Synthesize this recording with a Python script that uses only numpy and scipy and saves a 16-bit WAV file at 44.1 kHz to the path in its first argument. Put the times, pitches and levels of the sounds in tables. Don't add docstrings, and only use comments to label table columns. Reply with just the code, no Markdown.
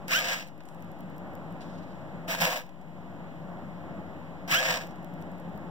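import sys
import numpy as np
from scipy import signal
from scipy.fft import rfft, irfft, next_fast_len
from scipy.io import wavfile
from scipy.ndimage import uniform_filter1d, map_coordinates

SR = 44100
rng = np.random.default_rng(int(sys.argv[2]) if len(sys.argv) > 2 else 0)


def volts(x):
    e = np.asarray(x, float) / 20
    return 10 ** e


def file_out(sig):
    cols = np.atleast_2d(sig).T
    lim = np.clip(cols, -1, 1)
    pcm = np.round(lim * 32767).astype(np.int16)
    wavfile.write(sys.argv[1], SR, pcm)


N = 251362

# [t/s, rasp level/dB]
EFFORT = [
    [(.07, -60), (.084, -40), (.124, -26), (.17, -26.5), (.215, -36), (.25, -34), (.325, -32.5),
     (.42, -45.5), (.56, -82)],
    [(2.27, -73), (2.28, -41), (2.306, -34), (2.372, -41.5), (2.4, -37), (2.416, -27.5), (2.47, -31),
     (2.575, -38), (2.76, -95)],
    [(4.47, -91), (4.478, -44.5), (4.516, -24), (4.566, -26), (4.61, -35), (4.64, -31.5), (4.75, -31),
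     (4.79, -39.5), (4.97, -76.5)],
]
# [f/Hz, likeness/-1..1, phase lead of the first/rad,
# first over second for the room/dB, the same for the servo/dB]
PORTS = [(40, .99, .16, 1.7, 1.7), (90, .985, .19, .8, .8), (170, .995, .17, -.2, -.2),
         (300, .94, .17, -2.4, -2.5), (550, .88, .2, -2.2, -3.5), (950, .45, .2, -2.5, -1.6),
         (1600, -.2, 0, -1, 0), (3000, 0, 0, -1, -1), (7000, 0, 0, -1.5, -1), (11000, 0, 0, -4, -5),
         (15000, 0, 0, -3, -18)]


def servo():
    # [f/Hz, level/dB per Hz]
    case_spectrum = [(1100, -120), (1200, -4), (1450, -7), (1650, 3.5), (1900, -2), (2150, 2), (2600, -1),
                     (3200, -6.5), (4300, -10), (5500, -8.5), (6500, -13.5), (8000, -16), (9000, -29),
                     (10000, -120)]
    # [f/Hz, level/dB per Hz]
    sizzle_spectrum = [(7500, -120), (8500, -3), (9500, -15.5), (10500, -8), (13200, -12.5), (14000, -8),
                       (15500, -4)]
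    # [f/Hz, width/Hz, level/dB]
    box_walls = [(514.4, 15.5, 5.5), (670.6, 58, 4.5), (808, 176, -4.5), (937, 32, 0.5), (1076, 94, -5.5)]
    rasp_db, = curves(EFFORT)
    age, mesh_hz, pull, top_hz, whine_db, drum_db = motor()

    lumps = volts(2 * wobble(350) + 1.2 * wobble(60))
    grit = lambda: lumps * rng.standard_normal((2, N))
    labour_khz = (top_hz.max() - top_hz) / 1000
    sizzle_db = -14.5 + 3 * pull + 5.5 * labour_khz
    rasp = coloured(grit(), case_spectrum) + volts(sizzle_db) * coloured(grit(), sizzle_spectrum)

    box_db = drum_db - 4 - pull + 10 * (age - .2) - 0.66 * np.clip(rasp_db + 33, 0, None)
    drum = volts(box_db + 1.1 * wobble(70)) * resonant(grit(), box_walls)

    gears_db = rasp_db + 3 - 2.5 * pull
    gears = volts(gears_db) * (rasp + drum)
    return swinging(EFFORT, fall_s=.05) * (gears + whine(mesh_hz, pull, rasp_db + whine_db + 2 * pull))


def motor():
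    # [motor starts t/s, brakes t/s, mesh pitch it heads for f/Hz]
    swings = [
        (.085, .26, 1720),
        (2.275, 2.52, 920),
        (4.485, 4.7, 1700),
    ]
    # [whine re rasp/dB, box drumming re rasp/dB]
    loads = [
        (-4.5, -4.5),
        (-2, 1),
        (-6.5, 0),
    ]
    spin_up_s, creep_hz_per_s, sag_hz_per_s = .042, 700, 3800
    pull_s, pull_hz = 0.13, 1400
    t = np.arange(N) / SR
    rows = np.hstack([swings, loads])
    current = np.clip(np.searchsorted(rows[:, 0], t) - 1, 0, None)
    start, brake, top_hz, whine_db, drum_db = rows[current].T
    age = np.clip(t - start, 0, None)
    run_up = top_hz * (1 - np.exp(-age / spin_up_s))
    mesh_hz = run_up + creep_hz_per_s * age - sag_hz_per_s * np.clip(t - brake, 0, None)
    pull = (top_hz > pull_hz) * np.clip((pull_s - age) / .02, 0, 1)
    return np.clip(age, 0, .5), np.clip(mesh_hz, 1, None), pull, top_hz, whine_db, drum_db


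def whine(mesh_hz, pull, first_db):
    # [f/Hz, level/dB]
    case_gain = [(700, -20), (1100, -3), (1620, 3), (1900, 1), (2300, 4), (3200, 3), (3500, -10), (6300, 0)]
    # [multiple of the mesh pitch, level re octave/dB]
    overtones = [
        (3, -8),
        (4, -6),
        (5, -17),
    ]
    # [t/s, half length/s, level/dB]
    singing = [
        (.325, .016, 4),
        (2.46, .025, 2),
        (4.62, .03, 3),
        (4.7, .04, 1),
    ]
    t = np.arange(N) / SR
    cruise = 1 - pull
    wavering_hz = mesh_hz * (1 + (.004 + .007 * cruise) * wobble(120))
    phase = 2 * np.pi * np.cumsum(wavering_hz) / SR

    def tone(k, db):
        level = volts(db + along(case_gain, k * mesh_hz))
        flutter = volts(2 * np.array([wobble(60), wobble(60)]))
        return level * flutter * np.sin(k * phase + rng.uniform(0, 2 * np.pi, (2, 1)))

    octave_db = first_db + 1 - 14 * cruise
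    fade_db = np.clip(mesh_hz - 1520, 0, None) / 10
    upper = sum(tone(k, octave_db + db - fade_db) for k, db in overtones)
    spells = pull * np.interp(mesh_hz, (500, 1300), (0, 1))
    spells = spells + sum(volts(db) * np.exp(-((t - s) / half) ** 2) for s, half, db in singing)
    return (mesh_hz > 500) * spells * (tone(1, first_db) + tone(2, octave_db) + upper)


def lid():
    # [t/s, peak/dB, body re peak/dB, back-swing peak/dB]
    rock_ticks = [(.486, -53, 1, -58), (.6538, -62, 9, -58), (.8239, -53, 3, -55.5),
                  (1.007, -48.5, -19, -61), (1.1817, -51.5, -18, -75), (1.3527, -49.5, -1, -78),
                  (1.525, -55.5, -16, -78), (4.871, -50, -2, -65), (5.046, -49.5, 0, -57),
                  (5.224, -58, 10, -57), (5.4, -54, -5, -66), (5.5767, -51, -13, -75)]
    # [t/s, peak/dB, body re peak/dB]
    stray_slips = [
        (.4754, -51, -3),
        (0.6876, -61, 16),
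        (.847, -58, -9),
        (5.2154, -56, -9),
    ]
    # [t/s, peak/dB, low knock re peak/dB]
    gear_knocks = [(0.0815, -34.5, -6), (0.605, -70, 26), (2.2807, -48, 12), (2.3047, -55, 0),
                   (2.3347, -43, 11), (2.3484, -41, 18), (2.3883, -39, 9), (2.4084, -29, -12),
                   (2.6917, -59.5, 10), (2.8135, -65, 9), (4.4804, -49, 2), (4.9094, -59, 7),
                   (4.9576, -62, 11.5)]
    lead_s, back_s = .017, .093
    rocks = []
    for s, db, body_db, back_db in rock_ticks:
        rocks += [(s - lead_s, -61, -2), (s, db, body_db), (s + back_s, back_db, -2)]
    ticks = clicks(rocks + stray_slips, (6500, 20000), (2500, 5000), top_s=.0029, body_s=.0064, gain_db=8.5)
    return ticks + clicks(gear_knocks, (2500, 9000), (800, 2500), top_s=.015, body_s=.04, gain_db=6)


def clicks(events, top, body, top_s, body_s, gain_db):
    bright, dull = np.zeros((2, N + SR)), np.zeros((2, N + SR))
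    t = np.arange(SR // 10) / SR
    for s, db, body_db in events:
        puff = rng.standard_normal((2, 2, len(t)))
        puff = puff / np.sqrt(np.mean(puff[..., :SR // 1000] ** 2, -1, keepdims=True))
        span = slice(round(s * SR), round(s * SR) + len(t))
        bright[:, span] += volts(db + gain_db - 60 * t / top_s) * puff[0]
        dull[:, span] += volts(db + body_db + gain_db - 60 * t / body_s) * puff[1]
    return filtered(bright[:, :N], band(*top)) + filtered(dull[:, :N], band(*body))


def room():
    # [f/Hz, level/dB per Hz]
    fan_spectrum = [(25, -41), (38, -26), (50, -12), (65, -20), (100, -6.5), (130, -15), (230, -5.5),
                    (300, -5), (430, -15), (550, -8), (750, -9), (1300, -19), (2200, -24.5), (4000, -120)]
    # [f/Hz, width/Hz, level/dB]
    housing = [(170.9, 38.2, 0)]
    # [t/s, level/dB]
    hum_swells = [(.13, -50), (1.03, -44), (2.16, -46), (2.428, -35), (3.98, -42), (4.54, -44.5), (4.7, -48),
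                  (5.46, -44), (5.56, -42)]
    # [f/Hz, level/dB per Hz]
    air_spectrum = [(700, -120), (1200, -18), (1800, 4), (2500, 2.5), (3200, -1.5), (4500, -12.5),
                    (6500, -32), (9000, -51), (12000, -120)]
    # [f/Hz, level/dB per Hz]
    hiss_spectrum = [(2000, -120), (4000, -3), (5000, -4), (6400, -8), (7100, -2), (7500, -4), (8000, -11),
                     (9500, -14), (11500, -13), (13500, -10), (15500, -8)]
    t, duck_db = np.arange(N) / SR, ducking()
    noise = lambda: rng.standard_normal((2, N))
    rush = volts(-44 + duck_db + 0.73 * wobble(8)) * coloured(noise(), fan_spectrum)

    carrier = resonant(resonant(noise(), housing), housing)
    power = np.abs(uniform_filter1d(np.mean(carrier ** 2, 0), SR // 15))
    steady = carrier / np.sqrt(0.16 + power)
    throb = volts(-45 + duck_db + 2 * wobble(15))
    throb = throb + sum(volts(db) * np.exp(-((t - s) / 0.024) ** 2) for s, db in hum_swells)
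    hum = filtered(volts(0.5) * throb * steady, band(80, 310))

    air = volts(-61 + 0.62 * duck_db + .6 * wobble(12)) * coloured(noise(), air_spectrum)
    hiss = volts(-70.275 + 0.51 * duck_db) * coloured(noise(), hiss_spectrum)
    return rush + hum + air + hiss


def ducking():
    lost_db = [7.5, 7.5, 1]
    recover_s = 0.28
    t, gain_db = np.arange(N) / SR, np.zeros(N)
    for rows, db in zip(EFFORT, lost_db):
        a, b = rows[0][0], rows[-1][0]
        gain_db -= db * np.clip((t - a) / (b - a), 0, 1) * np.exp(-np.clip(t - b, 0, None) / recover_s)
    return gain_db


def far():
    # [t/s, level/dB, low f/Hz, high f/Hz, t60/s]
    distant = [
        (.655, -54, 6500, 9000, .7),
        (1.606, -46, 1000, 5000, .35),
        (1.607, -49, 2200, 5000, 1.8),
        (1.606, -62, 10000, 14000, .6),
        (1.62, -49, 900, 3500, .2),
        (1.701, -44, 450, 1700, .06),
        (3.134, -45, 450, 1700, .06),
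        (4.097, -43, 450, 1700, .06),
    ]
    t, lumps_db = np.arange(N) / SR, 2.5 * wobble(70)
    sound = np.zeros((2, N))
    for s, db, lo_hz, hi_hz, t60 in distant:
        level = (t > s) * volts(db + lumps_db - 60 * np.abs(t - s) / t60)
        tail = level * rng.standard_normal((2, N))
        sound += filtered(tail, lambda hz: band(lo_hz, hi_hz)(hz) ** 2)
    return sound


def whistles():
    # [f/Hz, level/dB]
    leaks = [(2900, -82), (10002, -97), (13582, -99), (14002, -94)]
    t, sound = np.arange(N) / SR, np.zeros((2, N))
    for hz, db in leaks:
        level = np.sqrt(2) * volts(db + 0.91 * wobble(3.1))
        sound += level * np.sin(2 * np.pi * hz * t + rng.uniform(0, 2 * np.pi, (2, 1)))
    return sound


def ports(pair, col):
    turn = lambda hz: np.arccos(np.clip(along(PORTS, hz), -1, 1)) / 2
    mid, side = filtered(pair, lambda hz: np.array([np.cos(turn(hz)), np.sin(turn(hz))]))
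    half = np.array([[.5], [-.5]])
    level = lambda hz: volts(half * along(PORTS, hz, col=col))
    lead = lambda hz: np.exp(1j * half * along(PORTS, hz, col=2))
    return filtered(np.array([mid + side, mid - side]), lambda hz: level(hz) * lead(hz))


def swinging(tables, fall_s):
    t, gate = np.arange(N) / SR, np.zeros(N)
    for rows in tables:
        gate += np.clip((t - rows[0][0]) / .008, 0, 1) * np.clip((rows[-1][0] - t) / fall_s, 0, 1)
    return np.clip(gate, 0, 1)


def unit(x):
    return x / np.sqrt(np.mean(x ** 2) + 1e-20)


def along(points, hz, col=1):
    rows = np.asarray(points, float)
    return np.interp(np.log(hz + 1), np.log(rows[:, 0] + 1), rows[:, col])


def curves(tables):
    s, *cols = np.vstack(tables).T
    return [np.interp(np.arange(N) / SR, s, c) for c in cols]


def wobble(rate):
    return map_coordinates(rng.standard_normal(int(N * rate / SR) + 4), [np.arange(N) * rate / SR])


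def filtered(x, response):
    m = next_fast_len(N + 8192)
    return irfft(rfft(x, m) * response(np.fft.rfftfreq(m, 1 / SR)), m)[..., :N]


def coloured(x, spectrum):
    return unit(filtered(x, lambda hz: volts(along(spectrum, hz))))


def resonant(x, modes):
    def response(f):
        total = 0
        for k, (centre, width, db) in enumerate(modes):
            damping = 1j * f * width
            total = total + (-1) ** k * volts(db) * damping / (centre ** 2 - f ** 2 + damping)
        return total
    return unit(filtered(x, response))


def band(lo_hz, hi_hz):
    return lambda hz: 1 / np.sqrt((1 + (lo_hz / (hz + 1)) ** 4) * (1 + (hz / hi_hz) ** 4))


def scene():
    near = ports(servo() + lid(), col=4)
    return near + ports(room() + far() + whistles(), col=3)


def roll_off(x):
    return signal.sosfilt(signal.butter(12, 16480, fs=SR, output="sos"), x)


def record(dry):
    # [f/Hz, share of the other port taken off]
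    widening = [(700, .7), (2000, .82), (4000, .68), (7000, .6), (8900, .78), (11000, .55), (15000, .4)]
    offset = [
        [.0068],
        [-.0002],
    ]
    delay_s, top_hz = 20 / 44100, 15780
    share = lambda hz: along(widening, hz)
    late = filtered(dry[::-1], lambda hz: share(hz) * np.exp(-2j * np.pi * hz * delay_s))

    def makeup(hz):
        alike = along(PORTS, hz) * np.cos(2 * np.pi * hz * delay_s)
        loss = 1 + share(hz) ** 2 - 2 * share(hz) * alike
        return 1 / (1 + (hz / top_hz) ** 200) / np.sqrt(loss)

    wide = filtered(dry - late, makeup)
    return roll_off(wide + offset)


dry = scene()
out = record(dry)
file_out(out)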